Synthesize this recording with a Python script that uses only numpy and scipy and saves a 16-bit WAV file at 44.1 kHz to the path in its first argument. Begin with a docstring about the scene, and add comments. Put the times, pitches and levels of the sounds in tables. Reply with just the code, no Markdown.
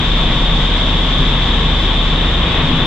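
"""Glass flight chamber of a vertical wind tunnel, heard from the wall.
From the start the air column throbs on one deep note, the duct's modes drone, and the flow roars
and sings near 3.5 kHz, probably on the cables of the floor net. A second low note swells near 1.5 s
and 2.3 s. From 1.6 s single eddies buffet the wall. After 2.4 s the turbulence grows as flyers drift
close; the throb dips briefly just before the end."""
import sys
import numpy as np
from scipy import signal
from scipy.fft import rfft, irfft, next_fast_len
from scipy.io import wavfile
from scipy.ndimage import uniform_filter1d, minimum_filter1d, map_coordinates

SR = 44100
rng = np.random.default_rng(int(sys.argv[2]) if len(sys.argv) > 2 else 0)


def wav_out(sig):
    """Save sig, one row per channel (or a flat mono array), as 16-bit PCM at SR to the path in sys.argv[1]."""
    wavfile.write(sys.argv[1], SR, np.round(np.clip(np.atleast_2d(sig).T, -1, 1) * 32767).astype(np.int16))


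N = 126126

# two microphone ports
PORT_COHERENCE = [(100, 1), (400, .97), (1050, 0.95), (1330, 0.69), (1550, 0.68), (2200, 0.57), (2650, .72),
                  (3400, .33), (4000, 0.42), (5000, 0.26), (8000, .1)]  # (frequency [Hz], coherence [0..1])
PORT_BALANCE_DB = [(100, 1.4), (220, 0), (400, 3), (800, 4.2), (1050, 2.5), (1300, 3.5), (1600, 1.5),
                   (2000, 0), (2500, 5.5), (2900, 2), (3500, 1), (4200, -1.5), (5400, -7), (6500, -5),
                   (7800, -4.5), (10000, 0.5)]  # (frequency [Hz], left minus right [dB])
PORT_LEAD_RAD = [(100, 0), (2000, 0), (2300, -0.5), (3200, -.5), (3750, .2), (4300, 0.5), (5000, 2),
                 (6500, 2.5), (10000, 3.5)]  # (frequency [Hz], left phase lead [rad])
# duct resonances (centre [Hz], width [Hz], level [dB])
DUCT_MODES = [(86.8, 6, -28.5), (112.5, 5.1, -35.5), (126.5, 5, -33.5), (147.4, 8.7, -30.5),
              (161, 9.7, -29.5), (171.3, 10, -36), (191, 9.7, -34), (226.7, 11.2, -32.5),
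              (253, 15.6, -32.3), (322, 16, -39.5), (457.2, 6.6, -44)]
# eddies hitting the wall (time [s], length [s], pitch [Hz], peak level [dB])
BUFFETS = [(1.622, .018, 150, -25), (2.322, .028, 140, -21), (2.65, 0.024, 158, -21),
           (2.737, .035, 242.3, -24.5), (2.778, 0.039, 152, -14.5)]
# vortex tones (centre [Hz], width [Hz], relative level [dB], left minus right [dB])
SINGING_BANDS = [(931, 42, -40.5, 7), (1118, 46, -35.5, 4), (3190, 276, -29.5, 8.5), (3450, 270, -26, 3.5),
                 (3668, 240, -27.5, 1.5)]
WHISTLE_BAND = (3550.5, 49.5, -33, 3.5)
# turbulence spectra (frequency [Hz], relative density [dB])
RUMBLE_SPECTRUM = [(5, -27.5), (20, 6), (30, 1.5), (50, -1.5), (100, -12), (140, -0.5), (175, -3.5),
                   (210, -9.5), (255, -5.5), (300, -13), (600, -49), (1500, -100)]
ROAR_SPECTRUM = [(100, -33), (220, -1.5), (310, 3.5), (500, 2.5), (800, 0), (1050, 2), (1400, -2.5),
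                 (1900, -1.5), (2300, -2.5), (2950, -1.5), (3700, -2.5), (4200, -22.5), (6000, -62.5)]
HISS_SPECTRUM = [(2000, -46), (3400, -3), (3950, -1), (4400, -5.5), (5000, -9), (6000, -15), (7400, -17),
                 (8500, -26.5), (10000, -34), (13000, -43), (15000, -52.5)]
# flow envelopes (time [s], relative level [dB])
RUMBLE_DB = [(0, -21.5), (1.5, -23), (1.8, -24.5), (2.0, -22), (2.4, -21.5), (2.62, -17.5), (2.86, -17.5)]
ROAR_DB = [(0, -23), (1.0, -23), (2.2, -22.5), (2.42, -21.5), (2.54, -20), (2.6, -19.6), (2.68, -23),
           (2.86, -21.4)]
TREBLE_DB = [(0, 0.5), (.6, 0.5), (1.2, 0.55), (1.9, 0), (2.4, -0.6), (2.86, -.5)]  # singing and hiss
# air column envelopes
THROB_DB = [(0.02, -25.5), (0.07, -15), (0.46, -16.5), (0.52, -14), (0.7, -16), (2.23, -15.8), (2.62, -22),
            (2.77, -35), (2.83, -18.5)]  # (time [s], level [dB])
BOOM_DB = [(0, -30.5), (1.38, -34.5), (1.47, -23.5), (1.6, -23), (1.8, -23.5), (2.12, -39), (2.25, -24),
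           (2.44, -21), (2.6, -32), (2.86, -28.5)]  # (time [s], relative level [dB])


def amp(db):
    """Decibels to gain."""
    return 10 ** (np.asarray(db) / 20)


def along(points, hz):
    """(Hz, value) points read on a log axis."""
    knots_hz, values = np.transpose(points)
    return np.interp(np.log(hz + 1), np.log(knots_hz + 1), values)


def curve(rows):
    """(s, value) rows read at every sample."""
    return np.interp(np.arange(N) / SR, *np.transpose(rows))


def wobble(rate_hz):
    """Smooth random curve, rate_hz knots a second."""
    return map_coordinates(rng.standard_normal(512), [np.arange(N) * rate_hz / SR], mode="mirror")


def band(centre_hz, width_hz):
    """Resonance with steep skirts."""
    return lambda hz: 1 / (1 + ((hz - centre_hz) / width_hz) ** 2) ** 2


def note(hz, drift_hz):
    """Sine of rms 1 with drifting pitch."""
    phase = 2 * np.pi * np.cumsum(hz + drift_hz * wobble(4.81)) / SR
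    return np.sqrt(2) * np.sin(phase + rng.uniform(0, 2 * np.pi))


def airflow(colour, balance_db=PORT_BALANCE_DB):
    """Coloured noise at the two ports; their mean has rms 1."""
    hz = np.fft.rfftfreq(N, 1 / SR)
    common, opposed = rfft(rng.standard_normal((2, N))) * colour(hz)
    sign = np.array([[1], [-1]])
    mix_rad = np.arccos(np.clip(along(PORT_COHERENCE, hz), 0, 1)) / 2
    mixed = np.cos(mix_rad) * common + sign * np.sin(mix_rad) * opposed
    gain = amp(sign * along(balance_db, hz) / 2)
    lead = np.exp(1j * sign * along(PORT_LEAD_RAD, hz) / 2)
    pair = irfft(mixed * gain * lead, N)
    return pair / np.sqrt(np.mean(pair.mean(0) ** 2) + 1e-20)


def steadied(x, share):
    """x with a share of its swelling and fading evened out."""
    envelope = np.abs(signal.hilbert(x.mean(0)))
    even = x / (envelope + envelope.mean() / 10) ** share
    return even / even.mean(0).std()


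def wavering(x, depth, rate_hz):
    """x with its pitch drifting by the fraction depth."""
    position = np.arange(N) + np.cumsum(depth * wobble(rate_hz))
    return np.array([map_coordinates(port, [position], mode="mirror") for port in x])


def duct():
    """The flow keeps the duct's modes droning at a fairly even strength."""
    return sum(amp(db) * steadied(airflow(band(hz, width_hz)), share=0.31)
               for hz, width_hz, db in DUCT_MODES)


def buffets(drift_hz=3.01):
    """Each eddy at the wall swells and fades on a wavering low note."""
    t = np.arange(N) / SR
    return sum(amp(db) * np.exp(-2 * ((t - peak_s) / length_s) ** 2) * note(hz, drift_hz)
               for peak_s, length_s, hz, db in BUFFETS)


def singing(waver_db=0.5):
    """Shed vortices sing in broad bands; a narrow whistle wanders inside the strongest."""
    bands = sum(amp(db + waver_db * wobble(12)) * airflow(band(hz, width_hz), [(hz, pan_db)])
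                for hz, width_hz, db, pan_db in SINGING_BANDS)
    hz, width_hz, db, pan_db = WHISTLE_BAND
    narrow = airflow(band(hz, width_hz), [(hz, pan_db)])
    whistle = amp(db) * wavering(narrow, depth=0.017, rate_hz=11)
    return amp(curve(TREBLE_DB)) * (bands + whistle)


def eddies(spectrum, envelope_db, gain_db, flutter_db, flutter_hz):
    """Flow noise from one size range of eddies, fluttering in level."""
    level_db = curve(envelope_db) + gain_db + flutter_db * wobble(flutter_hz)
    return amp(level_db) * airflow(lambda hz: amp(along(spectrum, hz)))


def turbulence():
    """Big eddies rumble, smaller ones roar, the finest hiss."""
    rumble = eddies(RUMBLE_SPECTRUM, RUMBLE_DB, gain_db=-0.5, flutter_db=1.0, flutter_hz=20)
    roar = eddies(ROAR_SPECTRUM, ROAR_DB, gain_db=0.5, flutter_db=0.4, flutter_hz=20)
    hiss = eddies(HISS_SPECTRUM, TREBLE_DB, gain_db=-36.5, flutter_db=0.65, flutter_hz=18)
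    return rumble + roar + hiss


def air_column(boom_gain_db=1.5):
    """The air column throbs and booms on two low notes, the same at both ports."""
    throb = amp(curve(THROB_DB)) * note(hz=38, drift_hz=0.13)
    boom = amp(curve(BOOM_DB) + boom_gain_db) * note(hz=65, drift_hz=1.6)
    return throb + boom


def scene():
    """All sounds of the moving air, in stereo."""
    return air_column() + buffets() + duct() + singing() + turbulence()


def record(dry):
    """Smooth peak limiter, then a brick-wall low-pass."""
    ceiling, hold_s, cutoff_hz = 0.86, 0.008, 15100
    span = int(hold_s * SR)
    needed_gain = ceiling / np.maximum(np.abs(dry).max(0), ceiling)
    gain = uniform_filter1d(minimum_filter1d(needed_gain, span), span)
    n_fft = next_fast_len(N + SR // 2)
    passband = np.fft.rfftfreq(n_fft, 1 / SR) < cutoff_hz
    return irfft(rfft(dry * gain, n_fft) * passband, n_fft)[..., :N]


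dry = scene()
out = record(dry)
wav_out(out)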